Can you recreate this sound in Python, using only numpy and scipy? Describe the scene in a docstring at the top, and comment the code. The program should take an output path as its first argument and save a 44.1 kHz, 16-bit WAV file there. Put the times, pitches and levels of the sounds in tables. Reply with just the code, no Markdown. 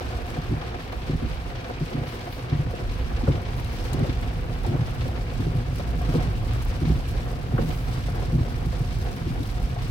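"""Heavy rain from inside a car at a roundabout, on a close pair of microphones in the padded cabin.
At first the engine idles; drops drum on the lined roof overhead and patter on the windscreen, and the
wipers thud at each end of their sweep. From about 2.5 s the car pulls away and the tyre boom grows.
After 3 s the wiper linkage knocks at some turns and the rubber blades chirp or scrub. Water washes
over the glass near 4 s, and fine spray swells near 8 s while the rain drums on."""
import sys
import numpy as np
from scipy import signal
from scipy.fft import rfft, irfft, next_fast_len
from scipy.io import wavfile
from scipy.ndimage import uniform_filter1d

SR = 44100
rng = np.random.default_rng(int(sys.argv[2]) if len(sys.argv) > 2 else 0)


def output_pcm(signal):
    """Save a mono or channel-first signal as 16-bit PCM at the path in sys.argv[1].

    Samples are clipped to [-1, 1] before scaling.
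    """
    pcm = np.clip(np.atleast_2d(signal).T, -1, 1) * 32767
    wavfile.write(sys.argv[1], SR, np.round(pcm).astype(np.int16))


N = 436590
T = np.arange(N) / SR
HIT_SAMPLES = 8192


# how hard the rain falls, a base level for roof and glass: time_s, level_db
RAIN_STRENGTH = [(0, -46.5), (1.3, -48), (1.7, -48), (2.7, -48.5), (3.3, -48), (4.1, -47), (4.3, -49),
                 (5.9, -48.5), (6.15, -47), (6.4, -48.5), (7.7, -48.5), (8.3, -48.5), (9.9, -50)]
# modes of the roof panel: pitch_hz, width_hz, gain_db
ROOF_PANEL = [(248.3, 56, 1), (297.3, 60, 0.5), (350, 57, 1.5), (500, 56, 1), (649, 126, -6.5),
              (720, 27.2, 2.5), (802, 53, -5), (858, 128, -6), (1175, 1290, -12)]
def roof_rain():
    """Overhead, dense drops ring the roof panel, dulled by its lining."""
    rain_db = in_time(RAIN_STRENGTH)
    flutter_db = 1.3 * drift(rate_hz=5.9)
    drops = shower(per_s=1000, spread_db=3.4, biggest_db=14, t60_s=.05, direct_db=-4)
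    drumming = soften(resonate(drops, ROOF_PANEL), 1800)
    return from_db(rain_db + 11 + flutter_db) * rms_one(drumming)


# heavy drops overhead: time_s, peak_db, pitch_hz
ROOF_TAPS = [(.012, -24, 715), (.106, -39, 710), (.371, -22.5, 690), (.622, -26, 730), (.745, -25, 740),
             (.932, -23, 700), (1.507, -27, 490), (2.04, -23.5, 500), (2.273, -23, 710), (2.74, -20.5, 486),
             (5.06, -22.5, 490), (5.143, -29.5, 520), (5.318, -27.5, 497), (5.799, -22.5, 560),
             (6.205, -25, 704), (6.664, -29, 780), (7.154, -23, 540), (7.198, -27, 560), (7.52, -28, 596),
             (7.71, -24.5, 720), (8.198, -27, 470), (8.231, -22, 510), (8.73, -27, 600), (9.069, -27, 730),
             (9.765, -25, 710)]
def roof_drops(rise_s=.0038):
    """Heavy drops stand out from the drumming as short hollow taps."""
    out = np.zeros((2, N))
    for s, db, hz in ROOF_TAPS:
        modes = struck(ROOF_PANEL, hz, db_per_octave=8.5)
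        tap = soften(resonate(shove(rise_s), modes), 2100)
        add(out, s - 2 * rise_s, at_peak(tap, db))
    return out


# broad notes of windscreen and windows: pitch_hz, width_hz, gain_db
GLASS_MODES = [(1000, 430, 1), (1400, 390, -1.5), (1580, 290, -1), (2310, 410, -1), (2715, 610, -2),
               (3640, 3440, -8)]
# the upper three notes against the lower three: time_s, gain_db
GLASS_TILT = [(0, -1), (1, -0.2), (2, 1), (2.6, -0.5), (3, -0.5), (4.3, 0.5), (6.5, 0), (8, -1), (9, -1.3),
              (9.9, 0.8)]
def glass_rain(clumps):
    """Every drop shakes the whole pane, and where it lands decides which note rings most."""
    upper_db = in_time(GLASS_TILT)
    pane = shower(per_s=520, spread_db=6, biggest_db=15, t60_s=.093, direct_db=-9.5)
    patter = 0
    for k, mode in enumerate(GLASS_MODES):
        drops = shower(per_s=430, spread_db=3.6, biggest_db=14, t60_s=.05, direct_db=-1)
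        note = resonate(drops + (-1) ** k * pane, [mode])
        patter = patter + from_db(upper_db * (k > 2)) * note
    level_db = in_time(RAIN_STRENGTH) + 5 + 1.12 * clumps
    return from_db(level_db) * rms_one(soften(patter, 4200))


# fat drops on the windscreen: time_s, relative_peak_db, pitch_hz
FAT_DROPS = [(.008, -28, 2300), (0.169, -36, 2600), (.344, -29, 2500), (.42, -31, 2600), (.615, -27, 1300),
             (.675, -42, 2600), (.745, -30, 2500), (.803, -29, 2400), (.835, -33, 2600), (.925, -28, 1500),
             (1.02, -29.5, 2600), (1.055, -36, 2800), (1.077, -31, 3500), (1.112, -30, 2600),
             (1.255, -34, 2600), (1.372, -36, 2600), (1.5, -31, 2600), (1.556, -26.5, 2800),
             (1.646, -27.5, 2420), (1.741, -28, 2780), (1.933, -27.5, 2700), (2.072, -26, 1200),
             (2.091, -31, 3300), (2.213, -29, 2600), (2.328, -30, 3000), (2.392, -30.5, 2600),
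             (2.499, -28.5, 2800), (2.535, -31, 2600), (2.895, -30.5, 2800), (3.012, -35, 2600),
             (3.078, -31, 2180), (3.167, -28, 2600), (3.24, -30, 2600), (3.32, -27, 2800),
             (3.355, -29, 2600), (3.455, -28, 2600), (3.484, -28.5, 2800), (4.097, -25.5, 3400),
             (4.65, -28.5, 2000), (4.81, -27, 1500), (5.011, -26, 2800), (5.164, -30, 2500),
             (5.802, -28, 1200), (6.051, -28, 2400), (6.211, -29, 1800), (6.855, -26, 2600),
             (7.17, -31, 1400), (7.71, -33, 3800), (8.543, -30, 3480), (8.755, -33, 3500),
             (8.911, -32, 3500), (9.062, -30, 1900), (9.789, -30, 1900)]
def splats(rise_s=.0048):
    """A fat drop bursts and rings the pane, and its droplets fall back just after."""
    out = np.zeros((2, N))
    for s, db, hz in FAT_DROPS:
        spatter = shove(rise_s) + from_db(-9) * shove(rise_s=.016)
        modes = struck(GLASS_MODES, hz, db_per_octave=2.5)
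        burst = soften(resonate(spatter, modes), 4700)
        add(out, s - rise_s, at_peak(burst, db - 1.5))
    return out


# fine splashes on the windscreen: time_s, level_db
SPLASH_LEVEL = [(0, -51), (1.4, -54), (2.1, -50.5), (2.7, -53.5), (3.3, -50), (3.8, -52), (4.1, -51),
                (4.3, -54), (4.8, -51.5), (5.8, -50.5), (6.1, -48), (6.4, -53), (7.3, -47.5), (7.47, -51),
                (7.65, -50.5), (8.3, -49), (9.9, -50)]
# spectrum of their spatter: frequency_hz, gain_db
SPLASH_SPECTRUM = [(1200, -9.5), (2500, 3), (4300, 7), (5500, 6), (6900, -1.5), (8100, 3.5), (9300, -1.5),
                   (11000, -2.5), (13000, -5), (16000, -8.5)]
# snap of a drop near the microphones: frequency_hz, gain_db
TICK_SPECTRUM = [(2000, -14), (6500, -5), (9000, -1), (12000, 0), (16000, -4.5)]
def splashes(clumps):
    """Fine splashes come in quick flurries; the nearest keep their treble and tick separately."""
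    level_db = in_time(SPLASH_LEVEL) + 1.52 * clumps + 1.47 * drift(rate_hz=12)
    drops = shower(per_s=610, spread_db=3, biggest_db=8, t60_s=.079, direct_db=-3.5)
    near_drops = shower(per_s=100, spread_db=5.5, biggest_db=11.5, t60_s=.06, direct_db=-1)
    spatter = rms_one(colour(drops, SPLASH_SPECTRUM))
    ticks = from_db(2 * drift(rate_hz=16)) * rms_one(colour(near_drops, TICK_SPECTRUM))
    return from_db(level_db) * (spatter + .37 * ticks)


# single drops on the glass close by: start_s, relative_peak_db
NEAR_TICKS = [(.925, -34), (2.711, -36), (4.339, -34), (4.665, -33), (5.759, -29), (6.474, -35),
              (6.536, -29), (6.625, -31), (6.651, -28), (8.069, -32), (8.792, -31), (8.988, -33),
              (9.491, -35)]
def glass_ticks():
    """Drops close to the microphones arrive as sharp ticks with hardly any tail."""
    out = np.zeros((2, N))
    for s, db in NEAR_TICKS:
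        tick = colour(impact(t60_s=.01, direct_db=1), TICK_SPECTRUM)
        add(out, s, at_peak(tick, db + 6))
    return out


# a few thuds at each end of the wipers' sweep: time_s, boom_db, scuttle_db
WIPER_THUDS = [(.381, -24.5, -33), (.497, -25, -36), (.518, -21, -26), (0.536, -24.5, -41),
               (.571, -30.5, -44), (1.097, -22.5, -27), (1.133, -23, -32), (1.152, -20.5, -34),
               (1.222, -27, -27), (1.247, -27.5, -34), (1.304, -30, -39), (1.815, -22.5, -30.5),
               (1.947, -27, -27), (1.978, -24.5, -34), (2.014, -24, -37), (2.075, -29, -44),
               (2.523, -18, -29), (2.55, -20.5, -35), (2.592, -17, -34), (2.657, -26, -37),
               (2.682, -27, -41), (3.236, -34, -25), (3.284, -15.5, -26), (3.303, -21, -27),
               (3.345, -27, -33.5), (3.92, -27, -41), (3.945, -27, -27.5), (3.985, -20, -35.5),
               (4.008, -25, -25.5), (4.026, -19.5, -33), (4.092, -26.5, -28), (4.671, -34, -30.5),
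               (4.687, -20.5, -39), (4.712, -26, -27.5), (4.742, -21, -28.5), (4.796, -20.5, -46),
               (4.817, -28.5, -38), (4.893, -28.5, -44), (5.399, -27.5, -28.5), (5.472, -21, -30.5),
               (5.549, -20, -35), (5.578, -25, -40), (6.093, -22.5, -28), (6.147, -22, -23),
               (6.18, -21.5, -29), (6.229, -30, -37), (6.272, -26, -44), (6.823, -21.5, -26),
               (6.849, -25, -28), (6.873, -19.5, -34), (6.905, -17.5, -25), (6.959, -27, -36),
               (7.542, -17.5, -29), (7.591, -33, -27), (7.606, -21.5, -30), (7.627, -23, -28),
               (7.643, -25, -31), (7.686, -23.5, -33), (8.287, -22.5, -37), (8.331, -21.5, -31),
               (8.348, -16, -27.5), (8.384, -24, -30), (8.406, -19, -31), (8.666, -25, -36),
               (8.804, -20, -37), (9.268, -31, -30.5), (9.307, -26, -37), (9.401, -26, -29),
               (9.416, -25.5, -38)]
# three modes of the cabin air, then three of the scuttle under the wipers: pitch_hz, width_hz, gain_db
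CABIN_AND_SCUTTLE = [(61.5, 19, -5.5), (120.6, 38.4, 1.5), (159.5, 28, 1.5), (227.7, 27.7, -3.5),
                     (276.6, 38.5, -4.5), (344.3, 52, -7.5)]
def wipers(rise_s=.0056):
    """The blades roll over and the arms settle: soft shoves boom in the cabin and ring the scuttle."""
    out = np.zeros((2, N))
    for s, boom_db, scuttle_db in WIPER_THUDS:
        judder = shove(rise_s)
        boom = soften(resonate(judder, CABIN_AND_SCUTTLE[:3]), 230)
        scuttle = soften(resonate(judder, CABIN_AND_SCUTTLE[3:]), 390)
        add(out, s - 1.926 * rise_s, at_level(boom, boom_db) + at_level(scuttle, scuttle_db))
    return out


# the wiper linkage knocks on the body: time_s, note_db, note_hz, clack_db, clack_hz
LINKAGE_KNOCKS = [(3.278, -25, 470, -35.5, 1000), (4.041, -32, 490, -49, 1100),
                  (4.738, -38, 490, -45, 1100), (6.147, -27, 467, -41, 1250),
                  (7.586, -25.5, 490, -31.5, 1350), (7.632, -34.5, 487, -50, 900)]
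# modes of the linkage: pitch_hz, width_hz, gain_db
LINKAGE_MODES = [(694, 160, 11), (930, 240, 1), (1330, 220, 4.5), (1860, 560, -4)]
def linkage(note_rise_s=.006, clack_rise_s=.0052):
    """The linkage takes up its slack with a hard clack, then the body answers with a broad note."""
    out = np.zeros((2, N))
    for s, note_db, note_hz, clack_db, clack_hz in LINKAGE_KNOCKS:
        body_modes = [(note_hz, 105, 0), (312, 55, -2)]
        note = soften(resonate(shove(note_rise_s), body_modes), 890)
        clack_modes = struck(LINKAGE_MODES, clack_hz, db_per_octave=12)
        clack = soften(resonate(shove(clack_rise_s), clack_modes), 2600)
        add(out, s - note_rise_s / 2, at_level(note, note_db))
        add(out, s - 1.7 * clack_rise_s, at_level(clack, clack_db))
    return out


# the engine, idling and then under load: time_s, relative_level_db
ENGINE_LEVEL = [(0, -33), (.9, -37.5), (1.3, -30), (1.7, -38.5), (2.4, -40.5), (3.05, -29.5), (3.6, -34),
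                (4.0, -30.5), (4.6, -30), (5.5, -32.5), (6.5, -27), (7.3, -32), (8.6, -30), (9.9, -31)]
# its spectrum inside the cabin: frequency_hz, gain_db
ENGINE_SPECTRUM = [(12, -62), (24, -18.5), (32, 2.5), (38, 7.5), (47, 7), (62, 8), (80, 0), (110, -5.5),
                   (200, -52.5)]
def engine():
    """The engine reaches the cabin as a deep, uneven rumble from below."""
    rumble = rms_one(colour(noise(), ENGINE_SPECTRUM))
    return from_db(in_time(ENGINE_LEVEL) + 3.5) * rumble


# tyres on the road below: time_s, relative_level_db
TYRE_LEVEL = [(0, -41), (2.4, -42), (2.8, -37.5), (5.0, -34), (6.3, -32.5), (7.2, -34.5), (8.8, -34),
              (9.9, -34.5)]
# cabin booms that they excite: pitch_hz, width_hz, gain_db
TYRE_MODES = [(97.6, 27.7, -1.5), (126.4, 12.9, 1), (158.9, 8.6, -3), (251.5, 58, -11.5), (294, 81, -17)]
def tyres():
    """Rolling tyres make the cabin boom, louder as the car gathers speed."""
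    boom = rms_one(resonate(noise(), TYRE_MODES))
    return soften(from_db(in_time(TYRE_LEVEL) + 6.5) * boom, 620)


# chirps of the blades: time_s, level_db, start_pitch_hz
BLADE_CHIRPS = [(3.204, -39, 952), (4.646, -36.5, 910), (4.731, -39, 800)]
def blade_chirps(rise_s=.0071, fall_octaves_per_s=20):
    """A blade drags as it flips over and gives a short, rough, falling chirp."""
    out = np.zeros((2, N))
    age = np.arange(HIT_SAMPLES) / SR
    for s, db, hz in BLADE_CHIRPS:
        pitch_hz = hz * 2 ** (-fall_octaves_per_s * age)
        phase = 2 * np.pi * np.cumsum(pitch_hz) / SR
        grip = soften(shove(rise_s) + 1j * shove(rise_s), 88)
        chirp = np.real(grip * np.exp(1j * phase))  # a narrow band of noise around the pitch
        add(out, s - rise_s / 2, at_level(chirp, db))
    return out


# scrubs on the windscreen: centre_s, level_db, half_length_s
BLADE_SCRUBS = [(4.072, -48, .05), (4.786, -45, .08), (6.14, -42, 0.11), (7.663, -47, 0.089)]
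# notes of rubber on glass: pitch_hz, width_hz, gain_db
RUBBER_MODES = [(520, 110, 2), (760, 260, 3), (1200, 540, -3)]
def blade_scrubs():
    """Slowing for a turn, wet rubber crosses the glass in a run of tiny slips."""
    slips = shower(per_s=400, spread_db=3, biggest_db=10, t60_s=.03, direct_db=0)
    scrub = soften(resonate(slips, RUBBER_MODES), 2200)
    return sum(swell(*row) for row in BLADE_SCRUBS) * rms_one(scrub)


# hiss of fine spray: frequency_hz, gain_db
SPRAY_SPECTRUM = [(4000, -16), (9000, -6), (15000, -4)]
def spray():
    """A mist of tiny droplets swells and passes."""
    mist = rms_one(colour(noise(), SPRAY_SPECTRUM))
    return swell(centre_s=7.74, level_db=-49.5, half_length_s=.21) * mist


def wash():
    """A sheet of water hisses across the windscreen."""
    water = soften(resonate(noise(), [(5070, 1500, 0)]), 6500)
    return swell(centre_s=3.83, level_db=-53.5, half_length_s=.2) * rms_one(water)


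# clicks near the microphones: start_s, peak_db (midway between left and right)
PLASTIC_CLICKS = [(3.645, -34), (3.932, -23.5), (3.992, -35), (9.431, -34)]
# their spectrum: frequency_hz, gain_db
CLICK_SPECTRUM = [(1000, -20), (3200, -1), (3900, 13), (5000, 1), (8000, 3.5), (12000, 3), (16000, -7)]
def cabin_clicks():
    """Small plastic clicks ring briefly, close by and to the left."""
    out = np.zeros((2, N))
    pan_db = np.array([[3], [-3]])
    for s, db in PLASTIC_CLICKS:
        snap = impact(t60_s=.034, direct_db=-16)
        click = colour(snap, CLICK_SPECTRUM) + resonate(snap, [(4000, 270, 10)])
        add(out, s, at_peak(click, db + pan_db))
    return out


# swishes near the microphones: centre_s, level_db, half_length_s
NEAR_SWISHES = [(1.1, -66, 0.88), (2.1, -54, 0.079), (2.34, -51, 0.065), (3.72, -56, 0.15),
                (9.45, -55, 0.028)]
# their spectrum: frequency_hz, gain_db
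SWISH_SPECTRUM = [(1500, -33), (4500, 2), (7000, -17), (10000, -7), (16000, -7)]
def cabin_swishes():
    """Faint, thin swishes flicker as they come and go."""
    envelope = sum(swell(*row) for row in NEAR_SWISHES)
    flicker = from_db(2 * drift(rate_hz=25))
    return envelope * flicker * rms_one(colour(noise(), SWISH_SPECTRUM))


def shower(per_s, spread_db, biggest_db, t60_s, direct_db):
    """Drops of many sizes: each snaps at both microphones, then scatters into a brief cabin tail."""
    count = int(per_s * N / SR)
    left_at = rng.integers(0, N, count)
    size_db = np.minimum(spread_db * rng.exponential(1, count), biggest_db)
    size = from_db(size_db) * rng.choice([-1, 1], count)
    # drops land on either side, so they reach the right microphone a little earlier or later
    right_at = (left_at + rng.integers(-16, 17, count)) % N
    drops = np.array([np.bincount(at, size, N) for at in (left_at, right_at)])
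    decay = from_db(-60 / (t60_s * SR)) ** 2
    tail_power = signal.lfilter([1 - decay], [1, -decay], drops ** 2 + 1e-18)
    return rms_one(from_db(direct_db) * drops + np.sqrt(tail_power) * noise())


def clumping(per_s=26, fade_s=.044):
    """Clumps of drops land suddenly and trail off, none far above the rest; spread 1."""
    landings = (rng.random(N) < per_s / SR) * rng.uniform(.3, 1, N)
    load = signal.lfilter([1], [1, -np.exp(-1 / (fade_s * SR))], landings + 1e-18)
    return rms_one(np.tanh(rms_one(load - load.mean()) / 2))


def impact(t60_s, direct_db):
    """One hit at both microphones: the direct snap and dense reflections that die fast."""
    out = noise(HIT_SAMPLES) * from_db(-60 * np.arange(HIT_SAMPLES) / SR / t60_s)
    out /= np.sqrt(np.sum(out ** 2, axis=1, keepdims=True))
    out[[0, 1], rng.integers(0, 24, 2)] += from_db(direct_db)
    return out


def shove(rise_s):
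    """A yielding contact: a judder that swells for a moment and dies away."""
    age = np.arange(HIT_SAMPLES) / SR / rise_s
    return noise(HIT_SAMPLES) * age * np.exp(-age)


def struck(modes, note_hz, db_per_octave):
    """Where a hit lands decides the note: modes weaken with each octave away from it."""
    return [(hz, width, db - db_per_octave * abs(np.log2(hz / note_hz))) for hz, width, db in modes]


def resonate(x, modes):
    """Parallel resonances of alternating sign, each given as pitch_hz, width_hz, gain_db."""
    out = 0
    for k, (hz, width, db) in enumerate(modes):
        r = np.exp(-np.pi * width / SR)
        ring = signal.lfilter([1, 0, -1], [1, -2 * r * np.cos(2 * np.pi * hz / SR), r * r], x)
        out = out + (-1) ** k * from_db(db) * (1 - r * r) / 2 * ring
    return out


def colour(x, spectrum, causal=True):
    """Filter by a spectrum; the causal form lets nothing sound before its hit."""
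    size = next_fast_len(x.shape[-1] // 2 + HIT_SAMPLES) * 2
    hz, db = np.transpose(spectrum)
    bin_hz = np.arange(size // 2 + 1) * SR / size
    gain = from_db(np.interp(np.log(bin_hz + 1), np.log(hz), db))
    if causal:  # minimum phase
        cepstrum = irfft(np.log(gain))
        cepstrum[1:size // 2] *= 2
        cepstrum[size // 2 + 1:] = 0
        gain = np.exp(rfft(cepstrum))
    return irfft(rfft(x, size) * gain)[..., :x.shape[-1]]


def soften(x, cutoff_hz):
    """Take the top off, as padding and rubber do."""
    return signal.sosfilt(signal.butter(2, cutoff_hz, fs=SR, output="sos"), x)


def drift(rate_hz):
    """A slow random wander with spread 1."""
    hop, settle = 40, 2000
    r = np.exp(-2 * np.pi * hop * rate_hz / SR)
    steps = rng.standard_normal(N // hop + settle + 2)
    slow = signal.lfilter([1], [1, -2 * r, r * r], steps)[settle:]
    return np.interp(np.arange(N) / hop, np.arange(len(slow)), rms_one(slow))


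def noise(samples=N):
    """Independent white noise, left and right."""
    return rng.standard_normal((2, samples))


def swell(centre_s, level_db, half_length_s):
    """A bell-shaped rise and fall in gain."""
    return from_db(level_db) * np.exp(-((T - centre_s) / half_length_s) ** 2)


def in_time(rows):
    """A curve through points of time and value."""
    return np.interp(T, *np.transpose(rows))


def from_db(db):
    """Decibels to gain."""
    return 10 ** (np.asarray(db) / 20)


def rms_one(x):
    """Scale to unit power."""
    return x / np.sqrt(np.mean(x ** 2) + 1e-20)


def at_peak(x, db):
    """Scale a hit by its peak."""
    return from_db(db) * x / np.abs(x).max()


def at_level(x, db):
    """Scale a hit by its loudest 14 ms."""
    power = uniform_filter1d(x.mean(axis=0) ** 2, size=600)
    return from_db(db) * x / np.sqrt(power.max())


def add(out, start_s, sound):
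    """Mix a sound in at a time."""
    at = max(round(start_s * SR), 0)
    out[:, at:at + sound.shape[-1]] += sound[..., :max(N - at, 0)]


# side against mid at the microphone pair: frequency_hz, gain_db
STEREO_WIDTH = [(40, -8.5), (140, -26), (210, -23), (330, -5), (500, -6), (770, -2), (1220, -3), (2000, -2),
                (3500, -0.5)]
# response of the right microphone: frequency_hz, gain_db
RIGHT_RESPONSE = [(30, 3.6), (60, 2.2), (100, .6), (300, -.7), (750, .3), (1200, -1), (2700, -1.3),
                  (4500, 0), (6300, -1), (7200, -6), (8300, -19), (10000, -15), (12000, -10.5), (15500, -6)]
def microphone_pair(left, right, lag_s=.00027):
    """Long waves reach both alike; the right one hears later, shaded from the windscreen's treble."""
    mid = (left + right) / 2
    side = colour((left - right) / 2, STEREO_WIDTH, causal=False)
    shaded = colour(mid - side, RIGHT_RESPONSE, causal=False)
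    return np.array([mid + side, np.roll(shaded, round(lag_s * SR))])


def scene():
    """Rain, car and wipers as heard in the cabin, with small noises close to the microphones."""
    clumps = clumping()
    rain = roof_rain() + glass_rain(clumps) + splashes(clumps)
    water = rain + roof_drops() + splats() + glass_ticks() + spray() + wash()
    car = engine() + tyres() + wipers() + linkage() + blade_scrubs() + blade_chirps()
    left, right = water + car
    return microphone_pair(left, right) + cabin_swishes() + cabin_clicks()


def record(dry):
    """The top is cut steeply above 15850 Hz."""
    return signal.sosfilt(signal.ellip(12, .1, 90, 15850, fs=SR, output="sos"), dry)


dry = scene()
out = record(dry)
output_pcm(out)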